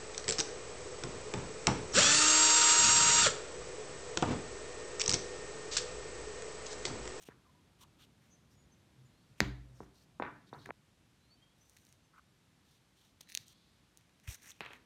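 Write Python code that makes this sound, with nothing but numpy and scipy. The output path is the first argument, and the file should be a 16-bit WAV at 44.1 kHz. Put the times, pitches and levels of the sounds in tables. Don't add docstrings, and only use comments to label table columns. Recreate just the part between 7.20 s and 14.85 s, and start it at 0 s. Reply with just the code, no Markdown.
import sys
import numpy as np
from scipy import signal
from scipy.fft import rfft, irfft
from scipy.io import wavfile
from scipy.ndimage import uniform_filter1d

SR = 44100
rng = np.random.default_rng(int(sys.argv[2]) if len(sys.argv) > 2 else 0)


def generate_wav(sig):
    pcm = np.round(np.clip(np.atleast_2d(sig).T, -1, 1) * 32767).astype(np.int16)
    wavfile.write(sys.argv[1], SR, pcm)


def ratio_of_db(decibels):
    return 10 ** (np.asarray(decibels, float) / 20)


N = 337365
CHANGE_S = 3.5112

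# start_s, peak_db, colour_hz, room_db, bench_db
SNAP = [
    (2.2043, -8.5, 2595, -26.5, -30.5),
]
# start_s, peak_db,
# colour_hz, room_db, bench_db
KNOCKS = [(.0864, -35.5, 425, -30.5, -61.5), (.0872, -43.5, 2030, -17.5, -78.5),
          (2.6038, -33.5, 503, -28, -49.5), (2.632, -51, 1100, -25, -85), (2.9986, -24, 694, -29, -56.5),
          (3.0025, -31, 420, -20.5, -53), (3.0222, -23.5, 1137, -20, -83),
          (3.0256, -30, 1740, -15.5, -49.5), (3.0365, -43, 1980, -20, -70), (3.0475, -49, 1700, -19, -70),
          (3.0505, -34, 1500, -16, -70), (3.0565, -42, 1250, -9, -73), (3.0635, -39, 1200, -14, -72),
          (3.3285, -33, 600, -20.5, -59), (3.3463, -41.5, 815, -21.5, -63),
          (3.4595, -43.5, 1950, -15, -51.5), (3.4902, -33, 682, -23, -57), (3.4974, -37.5, 453, -35, -75),
          (3.5059, -24, 950, -9, -55), (7.4085, -40, 300, -32, -60.5)]


def log_read(table, hz):
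    f, value = np.transpose(table)
    return np.interp(np.log(np.maximum(hz, 1)), np.log(f), value)


def filtered(x, gain_at):
    y = irfft(rfft(x) * gain_at(np.fft.rfftfreq(len(x), 1 / SR)), len(x))
    return y / np.std(y)


def add(out, start_s, x):
    i = int(round(start_s * SR))
    a, b = max(i, 0), min(i + len(x), N)
    out[a:b] += x[a - i:b - i]


def walk(rate_hz, size):
    hold = max(int(SR / rate_hz), 1)
    levels = np.repeat(rng.standard_normal(size // hold + 1), hold)
    return np.sqrt(1.5) * uniform_filter1d(levels, hold)[:size]


def rings(t, hz, width, gain, phase, lag_s, push_s):
    t = np.maximum(t - lag_s * np.sqrt(500 / hz), 0)
    push = 1 - np.exp(-(t / push_s) ** 2)
    decay = np.exp(-np.pi * width * t)
    return (gain * decay * np.sin(2 * np.pi * hz * t + phase) * push).sum(0)


def hits(rows, modes, reach_octaves, push_cycles, lag_s, scatter_db, crack_db, dry, send):
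    hz, width, db = np.transpose(modes)[:, :, None]
    t = np.arange(SR // 40) / SR
    f = np.fft.rfftfreq(len(t), 1 / SR)
    turns = np.pi * np.arange(len(modes))[:, None]
    chance = rng.standard_normal((len(rows), 3, len(modes), 1))
    cracks = np.diff(rng.standard_normal((len(rows), len(t) + 1))) * np.exp(-t / 0.00048)
    blows = np.array(rows)[:, :4]
    for (start_s, peak_db, colour_hz, room_db), (detune, weight, phase), crack in zip(blows, chance, cracks):
        reach = np.where(hz > colour_hz, reach_octaves[1], reach_octaves[0])
        gain = ratio_of_db(db) * np.exp(-(np.log2(hz / colour_hz) / reach) ** 2)
        ring = rings(t, hz * (1 + 0.02 * detune), width, gain * ratio_of_db(scatter_db * weight),
                     turns + 0.5 * phase, lag_s, push_cycles / colour_hz)
        ring = ring / np.abs(ring).max() + ratio_of_db(crack_db) * crack
        add(dry, start_s - lag_s * np.sqrt(500 / colour_hz), ratio_of_db(peak_db) * ring)
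        power = (gain ** 2 / width / (1 + ((f - hz) / (0.62 * width)) ** 4)).sum(0)
        power = power * f ** 2 / (f ** 2 + 900 ** 2)
        blur = np.fft.fftshift(irfft(np.sqrt(power), len(t)))
        blur = blur * np.linalg.norm(ring) / np.linalg.norm(blur)
        add(send, start_s - t[-1] / 2, blur * ratio_of_db(peak_db + room_db + 12.0))


def cable_snap(dry, send):
    # mode_hz, width_hz, level_db
    jaw_modes = [(423, 1100, 10.5), (1900, 690, 7), (3700, 1300, 2), (4800, 680, -3), (6700, 960, -0.5),
                 (8280, 1500, -33.5), (11700, 1300, -28.5), (14620, 1000, -28.5)]
    hits(SNAP, jaw_modes, reach_octaves=(4.0, 4.1), push_cycles=.85, lag_s=0.00024,
         scatter_db=0., crack_db=-20.0, dry=dry, send=send)


def plug_knocks(dry, send):
    # mode_hz, width_hz, level_db
    plug_modes = [(248, 280, 16), (420, 118, 4.5), (767, 256, 5.5), (980, 207, 4.5), (1350, 700, 13),
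                  (1950, 410, -1.5), (2380, 300, 2), (3500, 250, -5), (4100, 180, -18), (6200, 1500, -14)]
    hits(KNOCKS, plug_modes, reach_octaves=(1.3, 1.4), push_cycles=0.33, lag_s=0.00038,
         scatter_db=0.25, crack_db=-55, dry=dry, send=send)


def sheath_skips(dry, send):
    # mode_hz, width_hz, level_db
    tube_modes = [(383, 310, 12), (910, 350, -1), (1620, 890, 0), (1950, 590, -3), (2570, 300, -4.5),
                  (3160, 290, -8.5), (3880, 800, -6), (4800, 790, -15), (6600, 810, -33), (9200, 420, -26),
                  (12000, 830, -12)]
    # start_s, peak_db, colour_hz, room_db
    skips = [
        (7.4068, -24.5, 2180, -16.5),
        (7.4093, -35, 2230, -44),
        (7.4144, -38, 714, -36),
        (7.4502, -39.5, 1900, -11),
        (7.4613, -35.5, 2020, -26),
        (7.5053, -43.5, 1300, -12.5),
        (7.5332, -39, 2350, -24),
        (7.554, -55, 7000, -29),
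    ]
    # start_s, peak_db, colour_hz, room_db
    wobbles = [(7.4125, -48, 2600, -30), (7.433, -43, 1710, -18), (7.4365, -43, 1950, -25),
               (7.4405, -44, 2300, -33), (7.4545, -45, 1700, -18), (7.4635, -36, 2680, -25),
               (7.470, -41.5, 1900, -17), (7.489, -48, 2800, -25), (7.508, -43, 2680, -31),
               (7.517, -45, 2000, -26), (7.521, -52, 2200, -24), (7.5355, -43.5, 2700, -32),
               (7.545, -53, 2600, -26), (7.559, -51, 1800, -28)]
    hits(skips, tube_modes, reach_octaves=(1.5, 2.2), push_cycles=0.14, lag_s=0.0012,
         scatter_db=1.7, crack_db=-39, dry=dry, send=send)
    hits(wobbles, tube_modes, reach_octaves=(.4, .4), push_cycles=0.93, lag_s=0,
         scatter_db=1.2, crack_db=-56, dry=dry, send=send)


def fingertip_pops(dry, send):
    # start_s, peak_db, colour_hz, room_db
    pops = [(7.0765, -44.5, 1900, -21), (7.078, -41.5, 2800, -28), (7.083, -49, 2380, -28),
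            (7.0905, -41, 2940, -25), (7.097, -49, 5600, -25), (7.102, -52, 2200, -23),
            (7.1068, -48, 6200, -22), (7.1185, -46, 6340, -22), (7.1227, -47, 5700, -25),
            (7.1262, -50, 3600, -22), (7.130, -46, 6700, -25), (7.1473, -40, 5900, -25),
            (7.154, -52, 5900, -28), (7.2315, -54, 6000, -29), (7.248, -59, 1900, -21),
            (7.2585, -56, 2050, -27), (7.264, -55, 2400, -25), (7.281, -50, 6300, -25),
            (7.2895, -46, 6200, -21), (7.2897, -52, 2400, -29), (7.2945, -43.5, 6000, -27),
            (7.302, -55, 2600, -28), (7.3057, -42, 6200, -23), (7.3095, -50, 6200, -27),
            (7.3172, -42.5, 3480, -32)]
    # mode_hz, width_hz, level_db
    grip_modes = [(1850, 260, 0), (2500, 500, -3), (3630, 440, 5), (5840, 600, -2), (6450, 720, 2),
                  (7700, 800, 0)]
    hits(pops, grip_modes, reach_octaves=(.3, .3), push_cycles=0.99, lag_s=0,
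         scatter_db=1.2, crack_db=-60, dry=dry, send=send)


def blade_ticks(dry, send):
    # mode_hz, width_hz, level_db
    blade_modes = [(1800, 500, 13), (2550, 490, 1.5), (4000, 900, -1.5), (6334, 840, -2.5),
                   (9150, 1020, -5.5), (10900, 1700, -5), (13900, 1100, -8), (15500, 1100, -17)]
    # start_s, peak_db, colour_hz, room_db
    partings = [
        (2.2113, -34, 2560, -17),
        (2.2472, -44.5, 2820, -46),
        (6.1504, -17.5, 4900, -33),
        (6.174, -18.5, 4800, -31.5),
    ]
    # start_s, peak_db, colour_hz
    nicks = [(3.4598, -43, 4800), (4.4719, -71, 6130), (4.4967, -47, 7200), (4.5668, -48.5, 4200),
             (4.5705, -45.5, 4800), (4.5862, -53, 5550), (4.6513, -51, 6860), (4.6678, -51.5, 5020),
             (4.6899, -51.5, 6180), (4.7261, -45.5, 5960), (6.7733, -40.5, 6955), (6.8107, -56, 3790),
             (6.8942, -58.5, 4100), (6.9994, -53, 4900)]
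    # start_s, peak_db, colour_hz
    tears = [(6.0088, -59, 6400), (6.0118, -40.5, 5040), (6.0737, -54, 3020), (6.0894, -45, 4300),
             (6.0946, -43, 5880), (6.099, -40, 3900), (6.1028, -43, 8450), (6.1202, -39, 4240),
             (6.1253, -39, 6770), (6.1443, -42, 5820), (6.1989, -54, 5510), (6.2819, -42, 7360)]
    # start_s, peak_db, colour_hz
    catches = [(7.1261, -40, 5390), (7.1448, -34.5, 7100), (7.2216, -46, 5230), (7.2305, -46, 5960),
               (7.2586, -49, 3500), (7.3057, -45, 5950), (7.5332, -46.5, 5000)]
    ticks = [*partings]
    for rows, room_db in ((nicks, -20.5), (tears, -16.5), (catches, -15.5)):
        ticks += [(*row, room_db) for row in rows]
    thin, thin_send = np.zeros(N), np.zeros(N)
    hits(ticks, blade_modes, reach_octaves=(.85, 1.9), push_cycles=0.26, lag_s=0,
         scatter_db=2.4, crack_db=-18.0, dry=thin, send=thin_send)
    small = signal.butter(10, 1620, "high", fs=SR, output="sos")
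    dry += signal.sosfilt(small, thin)
    send += signal.sosfilt(small, thin_send)


def bench_boom(out):
    # mode_hz, level_db, t60_s
    bench_modes = [(58, -3.5, 0.73), (67, -11, .25), (105.9, 7.5, 0.13), (126, -4, 0.76), (138, -14, .12),
                   (197, -7.5, 0.31), (207.7, -9.5, 0.16), (284, -18, 0.63), (296, -13, 0.45),
                   (333.6, -16.5, 0.26), (381.5, -13.5, 0.27), (387.3, -10, 0.35), (497, -20.5, 0.11),
                   (716, -26, 0.4)]
    t = np.arange(SR) / SR
    hz, db, t60_s = np.transpose(bench_modes)[:, :, None]
    width = np.log(1000) / np.pi / t60_s
    for rows, tilt in ((SNAP, 0), (KNOCKS, .8)):
        waver_db = 2.9 * np.array([walk(33, SR) for _ in bench_modes])
        gain = ratio_of_db(db + waver_db) * (hz / 200) ** tilt
        boom = rings(t, hz, width, gain, phase=0, lag_s=0.0016, push_s=0.0046)
        boom = boom * (1 + 0.71 * np.exp(-t / 0.0064))
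        boom = boom * (1 - np.exp(-((t - .042) / 0.0037) ** 2))
        for start_s, *_, bench_db in rows:
            heard = np.clip((CHANGE_S - start_s - t) / .002, 0, 1) if start_s < CHANGE_S else 1
            add(out, start_s, ratio_of_db(bench_db) * boom * heard)


def hand_bumps(out):
    # start_s, peak_db, pitch_hz, cycles
    bumps = [
        (1.751, -57.5, 129, 19.5),
        (2.10, -56, 127, 4.8),
        (6.195, -57.5, 126, 2.6),
        (7.0789, -33, 76, 1.3),
        (7.094, -49, 62.4, 2),
    ]
    for start_s, db, hz, cycles in bumps:
        t = np.arange(int(SR * cycles / hz)) / SR
        swell = np.sin(np.pi * t * hz / cycles)
        add(out, start_s, -ratio_of_db(db) * swell * np.sin(2 * np.pi * hz * t))


def friction(out, start_s, length_s, db, hz, width_hz, hiss_db):
    # frequency_hz, level_db
    fabric_hiss = [(3000, -7), (4900, -10.5), (5700, 3.5), (6500, -0.5), (7600, -5), (8800, -1.5),
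                   (10500, -10.5), (12000, -6), (14500, -8), (16000, -20)]
    n = int(length_s * SR)
    grip_db = 4.9 * np.minimum(rng.exponential(size=SR // 2), 4) + 1.7 * walk(250, SR // 2)
    grain = rng.standard_normal((2, SR // 2)) * ratio_of_db(grip_db)
    body = filtered(grain[0], lambda f: 1 / (1 + ((f - hz ** 2 / (f + 1)) / width_hz) ** 2))
    hiss = filtered(grain[1], lambda f: ratio_of_db(log_read(fabric_hiss, f)))
    swell = np.sin(np.pi * np.arange(n) / n) ** 0.33
    add(out, start_s, ratio_of_db(db) * swell * (body + ratio_of_db(hiss_db) * hiss)[:n])


def glove_slips(out):
    # start_s, length_s, level_db, pitch_hz, hiss_db
    slips = [(.006, 0.038, -66.5, 3340, 4), (0.052, 0.041, -64.5, 2980, -1),
             (0.588, 0.055, -68.5, 3200, -1.5), (0.61, 0.031, -65, 3340, 1.5),
             (0.786, 0.069, -65.5, 3200, -5.5), (3.266, 0.037, -71.5, 4000, -10.5),
             (3.387, 0.099, -68, 4000, -20), (4.362, 0.41, -89, 3800, 12.5),
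             (6.082, 0.045, -65.5, 4100, -1), (6.272, 0.34, -78.5, 4100, -28),
             (7.074, 0.012, -52.5, 2400, -3), (7.081, 0.054, -58.5, 2500, 6),
             (7.107, 0.054, -65, 2400, 8.5), (7.213, 0.079, -67.5, 2100, 3.5),
             (7.262, 0.06, -68.5, 2200, 7), (7.286, 0.041, -67.5, 2300, 7), (7.502, 0.078, -66, 2400, -10)]
    for start_s, length_s, db, hz, hiss_db in slips:
        friction(out, start_s, length_s, db, hz, 1670, hiss_db)


def fabric_slides(out):
    # start_s, length_s, level_db, pitch_hz
    slides = [(1.001, 0.12, -79, 2040), (1.3, 0.059, -78, 5460), (2.171, 0.14, -69.5, 2500),
              (2.547, 0.11, -76.5, 5540), (2.731, 0.12, -75.5, 4400), (5.447, 0.14, -76.5, 3700),
              (5.756, 0.16, -74.5, 3500), (6.007, 0.007, -52.5, 3800), (6.009, 0.032, -71, 3500),
              (6.172, 0.076, -68.5, 4500), (6.256, 0.08, -68.5, 3700), (7.033, 0.083, -69.5, 2070),
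              (7.159, 0.18, -74, 2000), (7.303, 0.21, -76.5, 2500)]
    for start_s, length_s, db, hz in slides:
        friction(out, start_s, length_s, db, hz, 0.47 * hz, hiss_db=-2)


def rubber_creaks(out):
    # start_s, length_s, level_db, pitch_hz
    creaks = [(0.096, 0.034, -63.5, 1650), (0.603, 0.052, -65.5, 1060), (0.792, 0.052, -70, 1320),
              (.8, .04, -68, 3400), (6.213, .03, -71, 4200), (6.272, 0.18, -78, 4000),
              (3.31, 0.22, -60, 126), (3.346, 0.029, -60, 1220), (3.455, 0.0082, -48, 1950),
              (4.934, 0.045, -64.5, 1280), (4.969, 0.021, -71, 2230), (4.977, 0.02, -58.5, 1260),
              (7.065, 0.026, -75, 446), (7.133, .026, -61.5, 1700), (7.24, 0.016, -63, 1900)]
    for start_s, length_s, db, hz in creaks:
        friction(out, start_s, length_s, db, hz, 0.33 * hz, hiss_db=-20)


def jacket_squeaks(out):
    # start_s, length_s, level_db, pitch_hz
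    squeaks = [
        (.25, .02, -68, 1150),
        (0.261, 0.048, -68, 1019),
        (0.325, 0.099, -78, 980),
        (2.45, 0.18, -75.5, 539),
        (2.61, 0.03, -67.5, 580),
        (7.273, 0.0049, -57, 1900),
    ]
    for start_s, length_s, db, hz in squeaks:
        friction(out, start_s, length_s, db, hz, 0.042 * hz, hiss_db=-20)


def shell_rattles(out):
    # start_s, level_db
    rattles = [
        (3.332, -63),
        (3.3855, -67),
    ]
    # delay_s, length_s, level_db, pitch_hz
    shell_parts = [
        (0.0005, .012, 0, 3750),
        (.004, .014, -2, 4380),
        (-.001, .008, -8, 5760),
    ]
    for start_s, db in rattles:
        for delay_s, length_s, part_db, hz in shell_parts:
            friction(out, start_s + delay_s, length_s, db + part_db, hz, 330, hiss_db=-26)


def room_answer():
    # frequency_hz, t60_s
    decay_times = [(150, 0.86), (500, 0.36), (1500, 0.4), (3000, 0.36), (6000, 0.3556), (12000, 0.088)]
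    # frequency_hz, level_db
    wall_colour = [(150, 4.5), (2000, -6), (3500, -5), (7000, -13.5), (10000, -8.5), (16000, -1.5)]
    t = np.arange(SR // 2) / SR
    out = 0
    for hz in 60 * 2 ** np.arange(0, 8.1, .5):
        noise = rng.standard_normal(len(t))
        band = filtered(noise, lambda f: np.exp(-(2 * np.log2((f + 1) / hz)) ** 2 * 2))
        level_db = log_read(wall_colour, hz) - 60 * t / log_read(decay_times, hz)
        out = out + band * np.sqrt(hz) * ratio_of_db(level_db)
    out = out * np.clip((t - .0035) / 0.00093, 0, 1)
    return out / np.sqrt(np.sum(out ** 2))


def birds():
    # start_s, length_s, start_hz, end_hz, level_db
    whistles = [(1.105, 0.048, 6600, 6600, -70.5), (1.1, 0.065, 5980, 6200, -68),
                (1.344, 0.11, 6700, 6900, -76), (1.517, 0.024, 6300, 6110, -68.5),
                (1.848, 0.03, 7130, 6940, -76), (1.898, .17, 3920, 4660, -81),
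                (3.983, 0.15, 3920, 4280, -79), (4.10, 0.058, 4370, 4630, -65.5),
                (4.16, 0.06, 3050, 3090, -77.5), (4.216, 0.034, 3180, 3230, -66),
                (4.26, 0.1, 3200, 3420, -78.5), (4.408, 0.023, 6040, 6120, -67),
                (4.44, 0.07, 6130, 6000, -77), (4.67, 0.071, 6680, 6660, -77),
                (4.822, 0.051, 6250, 6200, -81), (6.058, 0.07, 3950, 4200, -70),
                (6.131, 0.04, 4300, 4530, -63), (6.212, 0.23, 3020, 3500, -78)]
    out = np.zeros(N)
    for start_s, length_s, start_hz, end_hz, db in whistles:
        u = np.linspace(0, 1, int(length_s * SR))
        hz = (start_hz + (end_hz - start_hz) * u) * (1 + 0.003 * walk(60, SR // 4)[:len(u)])
        add(out, start_s, ratio_of_db(db) * np.sin(np.pi * u) ** .6 * np.sin(2 * np.pi * np.cumsum(hz) / SR))
    t = np.arange(SR // 2) / SR
    echo = rng.standard_normal(SR // 2) * ratio_of_db(-60 * t / .5)
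    echo = echo / np.sqrt(np.sum(echo ** 2))
    return out + ratio_of_db(-8) * signal.fftconvolve(out, echo)[:N]


def air():
    # frequency_hz, level_db per Hz
    hiss_colour = [(15, -72), (25, -40.5), (43, -3.5), (157, -1), (326, -9), (394, -13), (531, -15.5),
                   (2410, -20), (3160, -20), (3820, -20.5), (4490, -23), (4870, -23.5), (7920, -27.5),
                   (12900, -33.5), (16000, -54.5)]
    still = filtered(rng.standard_normal(N), lambda f: ratio_of_db(log_read(hiss_colour, f)))
    low = signal.sosfilt(signal.butter(1, 600, fs=SR, output="sos"), still)
    low_db = 0.54 * walk(4.5, N) + 3.5 * (np.arange(N) < CHANGE_S * SR)
    high = (still - low) * ratio_of_db(.5 * walk(1.89, N))
    return ratio_of_db(-69.5) * (high + low * ratio_of_db(low_db))


def scene():
    dry, send = np.zeros(N), np.zeros(N)
    for struck in (cable_snap, plug_knocks, sheath_skips, fingertip_pops, blade_ticks):
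        struck(dry, send)
    dry = signal.sosfilt(signal.butter(2, 140, "high", fs=SR, output="sos"), dry)
    before = np.arange(N) < CHANGE_S * SR
    ahead_s = CHANGE_S - np.arange(N) / SR
    fade = np.where(ahead_s > -.03, np.clip(ahead_s / .001, 0, 1), 1)
    answer = room_answer()
    wet = [signal.fftconvolve(send * part, answer)[:N] * part for part in (before, ~before)]
    out = (dry + sum(wet)) * fade
    for source in (bench_boom, hand_bumps, glove_slips, fabric_slides, rubber_creaks, jacket_squeaks, shell_rattles):
        source(out)
    return (out + birds() + air())[None]


def low_pass(x):
    return signal.sosfilt(signal.butter(12, 16830, fs=SR, output="sos"), x)


def record(dry):
    dip = np.clip(np.abs(np.arange(N) / SR - CHANGE_S - .001) / 0.0087, .2, 1)
    low_cut = signal.butter(3, 40, "high", fs=SR, output="sos")
    top_cut = signal.ellip(6, .3, 50, 16200, fs=SR, output="sos")
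    mix = signal.sosfilt(np.vstack([low_cut, top_cut]), dry * dip)
    return low_pass(mix)


dry = scene()
out = record(dry)
generate_wav(out)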